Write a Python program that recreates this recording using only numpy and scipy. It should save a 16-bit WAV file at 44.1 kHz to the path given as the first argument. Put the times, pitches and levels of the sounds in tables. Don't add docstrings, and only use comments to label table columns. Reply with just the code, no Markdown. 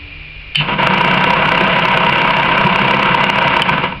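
import sys
import numpy as np
from scipy import signal
from scipy.fft import rfft, irfft
from scipy.io import wavfile

SR = 44100
rng = np.random.default_rng(int(sys.argv[2]) if len(sys.argv) > 2 else 0)


def unload_wav(signal):
    wavfile.write(
        sys.argv[1],
        SR,
        np.round(np.clip(np.atleast_2d(signal).T, -1, 1) * 32767).astype(np.int16),
    )


N = 176400
T = np.arange(N) / SR

# frequency in Hz, relative density in dB.
FLOOR_SPECTRUM = [(20, -11), (32, -9), (42, -2), (60, -9.5), (90, -7), (115, -18), (190, -29), (300, -26.5),
                  (420, -27.5), (800, -32), (1700, -28), (2150, -21.5), (2420, -9), (2580, -19),
                  (2780, -14), (3100, -25.5), (4500, -22), (6000, -26.5)]
# time in seconds, level in dB.
HUM_ENVELOPE = [(0, -55), (.15, -41.5), (.25, -39.5), (.42, -44), (.555, -54), (.578, -17.5), (.615, -15),
                (.67, -41.5)]
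# time in seconds, speed in turns per second.
MOTOR_SPEED = [(0.556, 0.0), (0.7, 17.185), (0.87, 27.005), (1.02, 29.436), (1.35, 32.685), (2.1, 32.978),
               (2.7, 33.411), (3.63, 33.355), (3.78, 18.701), (4.0, 4.717)]
# multiple of the motor speed, level at top speed in dB.
MOTOR_ORDERS = [(4, -43.5), (5, -28), (6, -23.5), (8, -44), (20, -34)]
# relative knock level in dB, relative thump level in dB.
LOAD_CYCLE = [(-3.5, -2.5), (-2.5, -6.5), (-16.5, 2)]
# start in seconds, relative level in dB.
HEAVY_THUMPS = [(.885, 8.5), (1.565, 3.5), (1.99, 6), (2.371, 0), (2.64, 12.5), (3.45, 5), (3.704, 8.5)]
# time in seconds, relative level in dB.
DRONE_ENVELOPE = [(.55, -68.5), (.58, -6), (.66, -1.5), (.72, 0), (.9, 2.5), (2.2, 0.5), (3.74, 1),
                  (3.87, -4.5), (4.0, -10)]
# frequency in Hz, bandwidth in Hz, level in dB.
CASE_MODES = [(141.2, 15.3, -24.5), (182.5, 19, -23), (195.7, 13.3, -25)]
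# start in seconds, relative level in dB.
SWITCH_SNAPS = [(.549, -10), (0.5561, 7), (3.620, 3.5)]
# frequency in Hz, bandwidth in Hz, relative level in dB.
PANEL_MODES = [(1590, 600, -34), (2800, 390, -7), (3050, 75, -5.5), (3500, 130, -17.5), (4470, 230, -7)]
# time in seconds, relative level in dB.
CHATTER_ENVELOPE = [(.555, -69), (.61, -4.5), (.675, -10.5), (.69, -0.5), (.73, -1), (.765, -13),
                    (.80, 1.5), (1.0, 1.5), (1.6, 1.5), (2.6, 1), (3.6, 1.5), (3.635, -2), (3.68, 0.5),
                    (3.74, 0), (3.765, -5), (3.86, -3), (3.9, -12), (4.0, -32.5)]
# start in seconds, relative level in dB.
HARD_GEAR_KNOCKS = [(0.871, 15.5), (1.045, -5), (1.178, 3.5), (1.240, 13.5), (1.305, 13), (1.52, 11),
                    (1.61, 11), (1.854, 11), (1.973, 13.5), (2.126, 7.5), (2.308, 11.5), (2.398, 2.5),
                    (2.579, 9), (2.881, 11), (3.240, 15.5), (3.3, 13), (3.384, 9), (3.474, 6), (3.565, 4),
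                    (3.693, 9), (3.731, 6), (3.78, 12), (3.838, 11.5), (3.923, 0)]
# frequency in Hz, bandwidth in Hz, relative level in dB.
HOUSING_MODES = [(265, 12.7, -35.5), (359.5, 45, -33), (518.3, 90, -27.5), (654.7, 22.3, -29),
                 (959, 63, -18.5), (1087.2, 28, -29.5), (1308, 124, -25), (1529, 86, -24.5),
                 (1689, 46, -35), (2004, 48, -30.5), (2300, 170, -23), (2761, 118, -24), (2953, 660, -28.5)]
# frequency in Hz, gain in dB.
OVERALL_TONE = [(20, 1.5), (3000, -3.5), (3500, -8.5), (4000, -13.5), (5200, -23), (5800, -30.5),
                (6400, -66), (8000, -86.5)]
# frequency in Hz, gain in dB.
OUTPUT_RESPONSE = [(20, -3), (5000, 1), (6500, -9.5), (10000, -2.5), (16000, -8.5)]


def from_db(db):
    return 10 ** (np.asarray(db) / 20)


def unit_rms(x):
    return x / np.sqrt(np.mean(x ** 2) + 1e-20)


def curve(rows):
    return np.interp(T, *np.transpose(rows))


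def colour(x, response):
    hz, db = np.transpose(response)
    bins_hz = np.maximum(np.fft.rfftfreq(2 * N, 1 / SR), 1)
    gain = from_db(np.interp(np.log(bins_hz), np.log(hz), db))
    return irfft(rfft(x, 2 * N) * gain)[:N]


def butterworth(x, order, hz, kind="low"):
    return signal.sosfilt(signal.butter(order, hz, kind, fs=SR, output="sos"), x)


def resonate(x, hz, width_hz):
    radius = np.exp(-np.pi * width_hz / SR)
    feedback = [1, -2 * radius * np.cos(2 * np.pi * hz / SR), radius ** 2]
    return signal.lfilter(np.array([1, 0, -1]) * (1 - radius ** 2) / 2, feedback, x + 1e-18)


def impulses(times_s, levels_db):
    train = np.zeros(N)
    np.add.at(train, np.clip((times_s * SR).astype(int), 0, N - 1), from_db(levels_db))
    return train


def decay(x, tau_s):
    return signal.lfilter([1], [1, -np.exp(-1 / (tau_s * SR))], x + 1e-18)


def each_turn(turns, lag_turns=0):
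    count = np.arange(1, int(turns[-1]) + 1)
    knock_db, thump_db = np.array(LOAD_CYCLE)[count % len(LOAD_CYCLE)].T
    return np.interp(count + lag_turns, turns, T), knock_db, thump_db


def background(floor_db=-26.5, hum_hz=149, whine_hz=291, fade_db_per_s=65):
    floor = from_db(floor_db) * unit_rms(colour(rng.standard_normal(N), FLOOR_SPECTRUM))
    hum = from_db(curve(HUM_ENVELOPE)) * np.sin(2 * np.pi * hum_hz * T)
    whine = from_db(-40 - fade_db_per_s * T) * np.sin(2 * np.pi * whine_hz * T)
    return floor + np.sqrt(2) * (hum + whine)


def room_reverb(x, t60_s=0.38, gap_s=0.004, gain_db=-9):
    tail = rng.standard_normal(N) * from_db(-60 * T / t60_s) * (T > gap_s)
    return from_db(gain_db) * signal.fftconvolve(x, tail / np.linalg.norm(tail))[:N]


def motor_tones(turns, speed_hz, waver_depth=0.14):
    tones = 0
    for order, db in MOTOR_ORDERS:
        waver = unit_rms(butterworth(rng.standard_normal(N), order=2, hz=8))
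        tone = np.sqrt(2) * np.sin(2 * np.pi * (order * turns + rng.random()))
        tones += from_db(db) * (1 + waver_depth * waver) * tone
    return tones * (speed_hz / speed_hz.max()) ** 6


def case_drone(turns, shake_db=-31):
    times_s, _, thump_db = each_turn(turns, lag_turns=0.092)
    thumps = impulses(times_s, thump_db) + impulses(*np.transpose(HEAVY_THUMPS))
    envelope = from_db(curve(DRONE_ENVELOPE))
    drone = 0
    for k, (hz, width_hz, db) in enumerate(CASE_MODES):
        shake = from_db(shake_db) * rng.standard_normal(N)
        force = envelope * ((-1) ** k * thumps + shake)
        drone += from_db(db) * unit_rms(resonate(force, hz, width_hz))
    return butterworth(drone, order=4, hz=110, kind="high")


def panel_buzz(start_s=0.561, end_s=0.618, release_s=0.012, rate_hz=119.4, depth_db=3.5, level_db=-12):
    gate = (T > start_s) * np.exp(-np.maximum(T - end_s, 0) / release_s)
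    pulsing = from_db(depth_db * np.cos(2 * np.pi * rate_hz * (T - start_s)))
    force = butterworth(pulsing * rng.standard_normal(N), order=4, hz=3400)
    ring = sum((-1) ** k * from_db(db) * resonate(force, hz, width_hz)
               for k, (hz, width_hz, db) in enumerate(PANEL_MODES))
    return from_db(level_db) * gate * unit_rms(ring)


def toggle_switch(snap_decay_s=0.0032):
    snaps = impulses(*np.transpose(SWITCH_SNAPS))
    force = snaps + 0.24 * decay(snaps, snap_decay_s) * rng.standard_normal(N)
    return sum(from_db(db) * resonate(force, hz, width_hz) * SR / (2 * np.pi * width_hz)
               for hz, width_hz, db in PANEL_MODES)


def gear_contacts(envelope, knocks, rate_per_s=2200, spread_db=4, impact_gain=1.08):
    hits = (rng.random(N) < rate_per_s / SR) * rng.choice([-1, 1], N)
    sizes = from_db(spread_db * rng.standard_normal(N))
    return envelope * hits * sizes + impact_gain * knocks * rng.choice([-1, 1], N)


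def gear_train(turns, knock_db=8, swell_db=5, knock_decay_s=0.0014, hard_decay_s=0.0036):
    times_s, load_db, _ = each_turn(turns)
    scatter_db = rng.standard_normal(N)[:len(times_s)]
    level = from_db(curve(CHATTER_ENVELOPE))
    regular = level * impulses(times_s, knock_db + load_db + scatter_db)
    hard = impulses(*np.transpose(HARD_GEAR_KNOCKS))
    knocks = regular + hard
    chatter = level * from_db(swell_db * np.abs(np.cos(np.pi * turns)) ** 5.26)
    envelope = np.sqrt(chatter ** 2 + decay(regular, knock_decay_s) ** 2 + decay(hard, hard_decay_s) ** 2)
    ring = sum(from_db(db) * unit_rms(resonate(gear_contacts(envelope, knocks), hz, width_hz))
               for hz, width_hz, db in HOUSING_MODES)
    broadband = unit_rms(resonate(gear_contacts(envelope, knocks), hz=2400, width_hz=1800))
    return from_db(3.5) * ring + from_db(-22) * broadband


def scene():
    speed_hz = curve(MOTOR_SPEED)
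    turns = np.cumsum(speed_hz) / SR
    clatter = gear_train(turns) + toggle_switch() + panel_buzz()
    mix = clatter + room_reverb(clatter) + case_drone(turns) + motor_tones(turns, speed_hz) + background()
    return mix[None]


def limiter(x, threshold_db=-2, attack_s=0.0045, release_db_per_s=120.5):
    over_db = np.maximum(20 * np.log10(np.abs(x) + 1e-9) - threshold_db, 0)
    release_db = release_db_per_s * T
    held_db = np.maximum.accumulate(over_db + release_db) - release_db
    return x * from_db(-decay(held_db, attack_s) / (attack_s * SR))


def record(dry, clip_level=0.70, cutoff_hz=16000):
    dull = colour(dry[0], OVERALL_TONE)
    clipped = np.clip(limiter(dull), -clip_level, clip_level)
    lowpass = signal.butter(16, cutoff_hz, fs=SR, output="sos")
    return signal.sosfiltfilt(lowpass, colour(clipped, OUTPUT_RESPONSE))[None]


dry = scene()
out = record(dry)
unload_wav(out)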